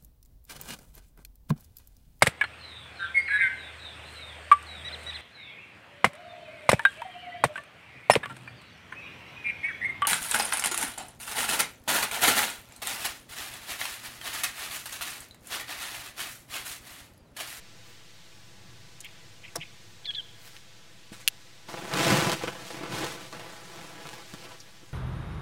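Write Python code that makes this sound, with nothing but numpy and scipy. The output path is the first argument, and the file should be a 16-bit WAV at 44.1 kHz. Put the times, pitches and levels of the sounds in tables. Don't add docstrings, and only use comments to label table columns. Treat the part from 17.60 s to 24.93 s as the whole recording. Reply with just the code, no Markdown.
import sys
import numpy as np
from scipy import signal
from scipy.fft import rfft, irfft, next_fast_len
from scipy.io import wavfile
from scipy.ndimage import uniform_filter1d

SR = 44100
rng = np.random.default_rng(int(sys.argv[2]) if len(sys.argv) > 2 else 0)


def output_pcm(signal):
    pcm = np.clip(np.atleast_2d(signal).T, -1, 1) * 32767
    wavfile.write(sys.argv[1], SR, np.round(pcm).astype(np.int16))


N = 323253

# f/Hz, relative level/dB (per Hz)
BREEZE_COLOUR = [(12, -40), (26, -14), (60, -8.5), (100, 4.5), (150, -8), (250, -11), (500, -15.5),
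                 (1000, -18.5), (2500, -16), (5500, -19), (9000, -28), (15200, -34.5), (16500, -47)]
# t/s, rumble level/dB, reed hiss level/dB (both over their usual level)
GUSTS = [(0, -1, 0.8), (.8, -1.5, 0.7), (1.1, 3, 0.9), (1.45, -0.5, 0.7), (1.85, 1.5, 0.8),
         (2.15, 0.5, 0.7), (2.5, -0.5, 0.5), (3.2, -1, -0.4), (3.7, -2.5, 0.5), (5.5, 0.5, 2),
         (6.8, -1.5, -1), (7.33, -0.5, -4)]
BREEZE_DB = -55
DEEP_SWING = 2.1
RUMBLE_FLICKER_DB, HISS_FLICKER_DB = 0.8, 0.9

# loudest t/s, level/dB, swell t/s, dying t/s, airy top over that level/dB
BRUSHES = [(.304, -61, .25, 0.11, -3), (2.876, -50, 0.17, .045, -4), (2.95, -54, 0.16, 0.14, -12),
           (3.527, -45.5, 0.021, 0.13, -16), (3.618, -49.5, 0.068, .05, -20)]
# f/Hz, relative level/dB (per Hz)
GRASS_COLOUR = [(300, -4.5), (1500, 3), (4000, -1), (9000, -5), (15000, -19)]
BRUSH_DEPTH_DB = 30
AIRY_HZ = 9500

# t/s, peak level/dB, centre f/Hz, width f/Hz, rattle's 60 dB decay t/s
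TICKS = [(1.405, -29, 7600, 5000, 0.021), (1.447, -31.5, 9900, 7000, 0.0095),
         (1.9550, -30, 8500, 9000, .03), (1.9578, -21, 8140, 7100, 0.022), (1.9592, -23, 5030, 1800, 0.019),
         (2.966, -32, 3920, 4000, 0.0036), (3.6866, -45, 6200, 2000, 0.016),
         (7.002, -35, 5300, 1800, 0.042), (7.0014, -40, 9000, 9000, .01)]
# t/s, peak level/dB, centre f/Hz, 60 dB decay t/s
KNOCK_TONES = [(1.9559, -25, 1146, 0.025), (1.9575, -29, 695, 0.082), (1.958, -38, 487, 0.045),
               (1.970, -39, 322, 0.04), (1.985, -36.5, 156, 0.11), (3.5190, -31.5, 235, 0.034),
               (6.736, -36.5, 205, 0.035), (6.905, -41, 985, 0.12)]
# f/Hz, relative level/dB, 60 dB decay t/s
CATCH_MODES = [(2870, -4, 0.007), (3220, -1.5, 0.0044), (1720, -12, 0.0044), (4290, -7.5, 0.0056),
               (7430, -16, 0.0044)]
# peak level/dB, centre f/Hz, width f/Hz, rattle after it level/dB
CATCH_CRACK = (-1, 8500, 10000, -20.5)
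CATCH_S, CATCH_DB = 3.6767, -2.5
PUSH_S, CRACK_LAG_S = 0.0008, 0.001

# t/s, length t/s, peak level/dB, centre f/Hz, width f/Hz
RASPS = [(1.438, 0.032, -32.5, 2670, 1240), (1.481, .012, -44, 2490, 700), (1.833, .034, -34, 2530, 1150),
         (1.878, 0.012, -39, 2420, 700), (2.001, 0.0039, -36, 2420, 700),
         (2.0074, 0.029, -27.5, 2660, 1220), (2.05, 0.0058, -39, 2600, 900), (2.443, .005, -36, 3330, 500),
         (2.453, 0.0095, -24.5, 3660, 1280), (2.454, 0.0074, -37, 2120, 800),
         (2.504, 0.0059, -27.5, 3380, 1790), (2.505, .0067, -42, 2000, 800), (2.535, .0069, -34, 3240, 500),
         (2.545, 0.01, -24.5, 3680, 1200), (2.547, .0092, -42, 2170, 700), (2.597, 0.0071, -33, 3000, 500)]
# t/s, upper partial f/Hz, its level/dB, lower partial level/dB
WHISTLES = [
    [(2.468, 3590, -42, -54), (2.482, 3405, -33.5, -53), (2.498, 3290, -31, -53), (2.508, 3280, -31, -48)],
    [(2.562, 3530, -39, -55), (2.584, 3336, -32, -52), (2.598, 3120, -36, -52), (2.608, 3000, -56, -65)],
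]
# lag t/s, 60 dB decay t/s, level/dB
BIRD_ECHO = (.02, .9, -17)
RASP_PULSES_HZ = 192

# t/s, rustle level/dB, treble over the rustle level/dB
SHEET_SWING = [(4.05, -81, -4), (4.09, -45, -5), (4.2, -47, -8), (4.28, -43.5, -10), (4.33, -35.5, -10.5),
               (4.39, -30, -9.5), (4.45, -30, -6), (4.5, -26.5, -8), (4.6, -29, -6), (4.73, -30, -9.5),
               (4.755, -40.5, -4.5), (4.8, -44, -4), (4.89, -40, -9), (4.92, -45.5, -9), (5.07, -49.5, -1),
               (5.15, -44.5, -6), (5.2, -45.5, -10), (5.25, -42, -15), (5.3, -43.5, -9.5),
               (5.34, -37, -7.5), (5.44, -36, -8), (5.5, -41.5, -4.5), (5.55, -43, -3.5), (5.58, -46.5, -9),
               (5.71, -53.5, -5), (5.75, -45, -11.5), (6.02, -53, -5.5), (6.18, -47.5, -7), (6.34, -51, -7),
               (6.44, -50, -5), (6.48, -45, -10.5), (6.52, -50, -5.5), (6.58, -50.5, -6.5),
               (6.7, -55.5, -2.5), (6.84, -49.5, -5), (6.93, -53, -5), (7.03, -61, -1.5), (7.33, -63, -2)]
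# f/Hz, relative level/dB (per Hz)
NYLON_COLOUR = [(29, -56), (50, 2), (135, -0.5), (258, -4.5), (321, -3.5), (408, -4), (532, -9),
                (586, -9.5), (822, -10.5), (3250, -16.5), (13800, -41.5), (16000, -42)]
# t/s, peak level/dB, centre f/Hz
FLAPS = [(4.087, -31.5, 875), (4.141, -27, 820), (4.174, -31, 676), (4.222, -31, 820), (4.245, -31, 684),
         (4.337, -15.5, 1230), (4.812, -30, 830), (4.837, -19, 493), (4.879, -19, 487), (4.952, -35, 326),
         (5.104, -30.5, 486), (5.144, -31, 288), (5.21, -28.5, 292), (5.234, -25, 316), (5.249, -28.5, 320),
         (5.276, -33, 328), (5.323, -25, 824), (5.375, -32, 348), (5.405, -30, 324), (5.431, -23, 372),
         (5.652, -37, 510), (5.728, -27.5, 1170), (6.131, -50, 350), (6.243, -37, 320), (6.407, -38, 840),
         (6.454, -34, 497), (6.532, -31, 845), (6.738, -34, 290), (7.231, -42.5, 316)]
# t/s, peak level/dB, centre f/Hz
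CRACKS = [(4.0906, -36, 2860), (4.2233, -37, 2200), (4.2941, -24, 3010), (4.3161, -27, 2870),
          (4.3385, -13, 4320), (4.3756, -17, 3180), (4.4292, -18, 3010), (4.4816, -9.5, 3330),
          (4.4938, -15, 2520), (4.6965, -13, 3300), (4.7182, -9, 3900), (4.7324, -14, 3330),
          (4.7564, -33, 3020), (4.8352, -23, 4300), (4.8794, -32, 2660), (5.148, -32, 2670),
          (5.2345, -24, 1500), (5.3238, -28, 3350), (5.4181, -30, 3670), (5.445, -20, 2840),
          (5.4844, -29, 3130), (5.7274, -38, 2640), (5.7966, -28, 2860), (6.1844, -36, 2690),
          (6.4712, -24, 2200), (6.4905, -21, 1900), (6.539, -28, 3850), (6.7385, -28, 4500)]
RANGE_EDGES = [85, 420, 2500, 6000, 20000]
FRONT = 12.0
BILLOW_DB, FULL_SWING_DB = -0.5, -28
BILLOW_PER_DB = 0.25
FLUTTER_DB = 1.54
CRACKLE_DB = -3
FLAP_T60_S, CRACK_T60_S = 0.028, 0.017
SHAKE_DB, SHAKE_T60_S = -13.5, 0.038

COPY_S, COPY_GAIN = 0.005997, 0.58
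TOP_HZ, OFFSET = 15850, -0.0028


def undb(db):
    return 10 ** (np.asarray(db) / 20)


def unit(x):
    return x / np.sqrt(np.mean(x ** 2))


def colour(x, table):
    size = next_fast_len(N)
    hz, db = np.transpose(table)
    f = np.maximum(np.arange(size // 2 + 1) * SR / size, 1)
    gain = undb(np.interp(np.log(f), np.log(hz), db))
    return irfft(rfft(x, size) * gain, size)[:N]


def band(x, lo_hz, hi_hz, order=2):
    edges = [max(lo_hz, 5), min(hi_hz, 0.45 * SR)]
    return signal.sosfilt(signal.butter(order, edges, "bandpass", fs=SR, output="sos"), x)


def gate(rows, column):
    rows = np.array(rows)
    s = np.concatenate([[rows[0, 0] - 0.01], rows[:, 0], [rows[-1, 0] + 0.0075]])
    db = np.concatenate([[-90], rows[:, column], [-90]])
    return undb(np.interp(np.arange(N) / SR, s, db))


def walk(rate):
    k = int(SR / rate)
    steps = np.repeat(rng.standard_normal(N // k + 1), k)
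    return 1.16 * uniform_filter1d(uniform_filter1d(steps, k), k)[:N]


def grains(rate, spread_db, tail_s, bed):
    sizes = np.minimum(rng.exponential(size=N), 3.5)
    pops = (rng.random(N) < rate / SR) * undb(spread_db * sizes)
    smear = signal.lfilter([1], [1, -np.exp(-1 / (tail_s * SR))], pops ** 2)
    return unit(rng.standard_normal(N) * np.sqrt(bed + smear / smear.mean()))


def add(out, s, x, db):
    i = int(round(s * SR))
    x = x[:N - i]
    out[i:i + len(x)] += x * undb(db) / np.abs(x).max()


def fade(t60, length_s=0.25):
    t = np.arange(int(length_s * SR)) / SR
    return t, np.exp(-np.log(1000) * t / max(t60, 0.001))


def slices(x):
    size = next_fast_len(N)
    f = np.arange(size // 2 + 1) * SR / size
    spectrum = rfft(x, size)
    below = [1 / (1 + (f / hz) ** 4) for hz in RANGE_EDGES]
    return [unit(irfft(spectrum * (hi - lo), size)[:N]) for lo, hi in zip(below, below[1:])]


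def breeze():
    air = unit(colour(rng.standard_normal(N), BREEZE_COLOUR)) * undb(BREEZE_DB)
    s, *columns = np.transpose(GUSTS)
    rumble_db, hiss_db = (np.interp(np.arange(N) / SR, s, c) for c in columns)
    out = np.zeros(N)
    for hz in 10 * 2.0 ** np.arange(11):
        if hz < 200:
            swing = DEEP_SWING if hz < 80 else 1
            gust_db = rumble_db * swing + RUMBLE_FLICKER_DB * walk(4.4)
        else:
            gust_db = hiss_db + HISS_FLICKER_DB * walk(8.7)
        out += undb(gust_db) * band(air, hz, 2 * hz, order=1)
    return out


def shoe():
    crackling = grains(rate=1500.0, spread_db=4.5, tail_s=0.00065, bed=0.46)
    blades = unit(colour(crackling, GRASS_COLOUR))
    airy = unit(band(rng.standard_normal(N), AIRY_HZ, 20000))
    out = np.zeros(N)
    for s, db, swell_s, dying_s, top_db in BRUSHES:
        low_db = db - BRUSH_DEPTH_DB
        stroke = gate([(s - swell_s, low_db), (s, db), (s + dying_s, low_db)], 1)
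        out += stroke * (blades + undb(top_db) * airy)
    return out


def ticks(out):
    for s, db, hz, width_hz, t60 in TICKS:
        t, env = fade(t60, 0.06)
        rattle = env * rng.standard_normal(len(t))
        add(out, s, band(rattle, hz - width_hz / 2, hz + width_hz / 2), db)


def knocks(out):
    for s, db, hz, t60 in KNOCK_TONES:
        t, env = fade(t60)
        thud = band(rng.standard_normal(len(t)), hz / 1.6, hz * 1.6)
        add(out, s, env * (np.sin(2 * np.pi * hz * t) + 4 * thud), db)


def catch(out):
    t = fade(1, 0.03)[0]
    shell = np.zeros(len(t))
    for hz, db, t60 in CATCH_MODES:
        shell += undb(db) * fade(t60, 0.03)[1] * np.sin(2 * np.pi * hz * t)
    push = 1 - np.exp(-(t / PUSH_S) ** 2)
    add(out, CATCH_S, -shell * push, CATCH_DB)
    db, hz, width_hz, rattle_db = CATCH_CRACK
    env = fade(0.0025, 0.03)[1] + undb(rattle_db) * fade(0.03, 0.03)[1]
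    crack = env * rng.standard_normal(len(t))
    crack[0] = 3
    add(out, CATCH_S + CRACK_LAG_S, band(crack, hz - width_hz / 2, hz + width_hz / 2), db)


def hooks():
    out = np.zeros(N)
    ticks(out)
    knocks(out)
    catch(out)
    return out


def rasps(out):
    for s, length_s, db, hz, width_hz in RASPS:
        t = np.arange(int(length_s * SR)) / SR
        beat = (1 - np.cos(2 * np.pi * RASP_PULSES_HZ * t)) / 2
        swell = np.sqrt(np.sin(np.pi * t / length_s))
        breath = (0.88 + beat) * rng.standard_normal(len(t)) * swell
        breath = np.pad(breath, (0, 200))
        add(out, s, band(breath, hz - width_hz / 2, hz + width_hz / 2, order=4), db)


def whistles(out):
    for note in WHISTLES:
        s, hz = np.transpose(note)[:2]
        phase = 2 * np.pi * np.cumsum(np.interp(np.arange(N) / SR, s, hz)) / SR
        tones = gate(note, 2) * np.sin(phase) + gate(note, 3) * np.sin(phase / 2)
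        out += np.sqrt(2) * tones


def bird():
    out = np.zeros(N)
    rasps(out)
    whistles(out)
    lag_s, t60, db = BIRD_ECHO
    t, env = fade(t60, 0.5)
    scatter = env * (t > lag_s) * rng.standard_normal(len(t))
    scatter /= np.linalg.norm(scatter)
    return out + undb(db) * signal.fftconvolve(out, scatter)[:N]


def flaps(rustle, billow):
    out, shake = np.zeros(N), np.zeros(N)
    for s, db, hz in FLAPS:
        t, env = fade(FLAP_T60_S, 0.05)
        jolt = rng.standard_normal(len(t))
        jolt[0] = FRONT
        slap = np.sin(2 * np.pi * hz * t) + 1.1 * band(jolt, hz / 1.05, hz * 4)
        add(out, s, env * slap, db)
        add(shake, s, fade(SHAKE_T60_S)[1], db + SHAKE_DB)
    return out + shake * (rustle + 0.46 * billow)


def cracks():
    out = np.zeros(N)
    for s, db, hz in CRACKS:
        t, env = fade(CRACK_T60_S, 0.03)
        burst = env * rng.standard_normal(len(t))
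        burst[0] = FRONT
        add(out, s, band(burst, hz / 1.6, hz * 1.6, order=1), db)
    return out


def sheet():
    creases = colour(grains(rate=1300.0, spread_db=3.5, tail_s=0.0014, bed=0.26), NYLON_COLOUR)
    dry_pops = grains(rate=250.0, spread_db=5.5, tail_s=0.00008, bed=0)
    creases += colour(dry_pops * undb(-8.5), NYLON_COLOUR)
    folds = colour(grains(rate=170.0, spread_db=3.5, tail_s=0.0034, bed=1.0), NYLON_COLOUR)
    billow = slices(folds)[0]
    rustle, crackle, sheen = slices(creases + 0.71 * folds)[1:]
    ranges = (billow, rustle, crackle, sheen)
    billow, rustle, crackle, sheen = (undb(FLUTTER_DB * walk(25)) * x for x in ranges)

    swing = gate(SHEET_SWING, 1)
    heave = undb(BILLOW_DB) * (swing / undb(FULL_SWING_DB)) ** BILLOW_PER_DB
    treble = gate(SHEET_SWING, 2) * (undb(CRACKLE_DB) * crackle + sheen)
    out = swing * (rustle + heave * billow + treble)
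    out += flaps(rustle, billow) + cracks()
    return band(out, 65, 21000, order=2)


def scene():
    return (breeze() + shoe() + hooks() + bird() + sheet())[None]


def record(dry):
    size = next_fast_len(N + SR // 10)
    f = np.arange(size // 2 + 1) * SR / size
    late_copy = COPY_GAIN * np.exp(-2j * np.pi * f * COPY_S)
    comb = (1 + late_copy) / np.sqrt(1 + COPY_GAIN ** 2)
    doubled = irfft(rfft(dry, size) * comb, size)[:, :N]
    top_cut = signal.ellip(10, 0.2, 70, TOP_HZ, fs=SR, output="sos")
    return signal.sosfilt(top_cut, doubled) + OFFSET


dry = scene()
out = record(dry)
output_pcm(out)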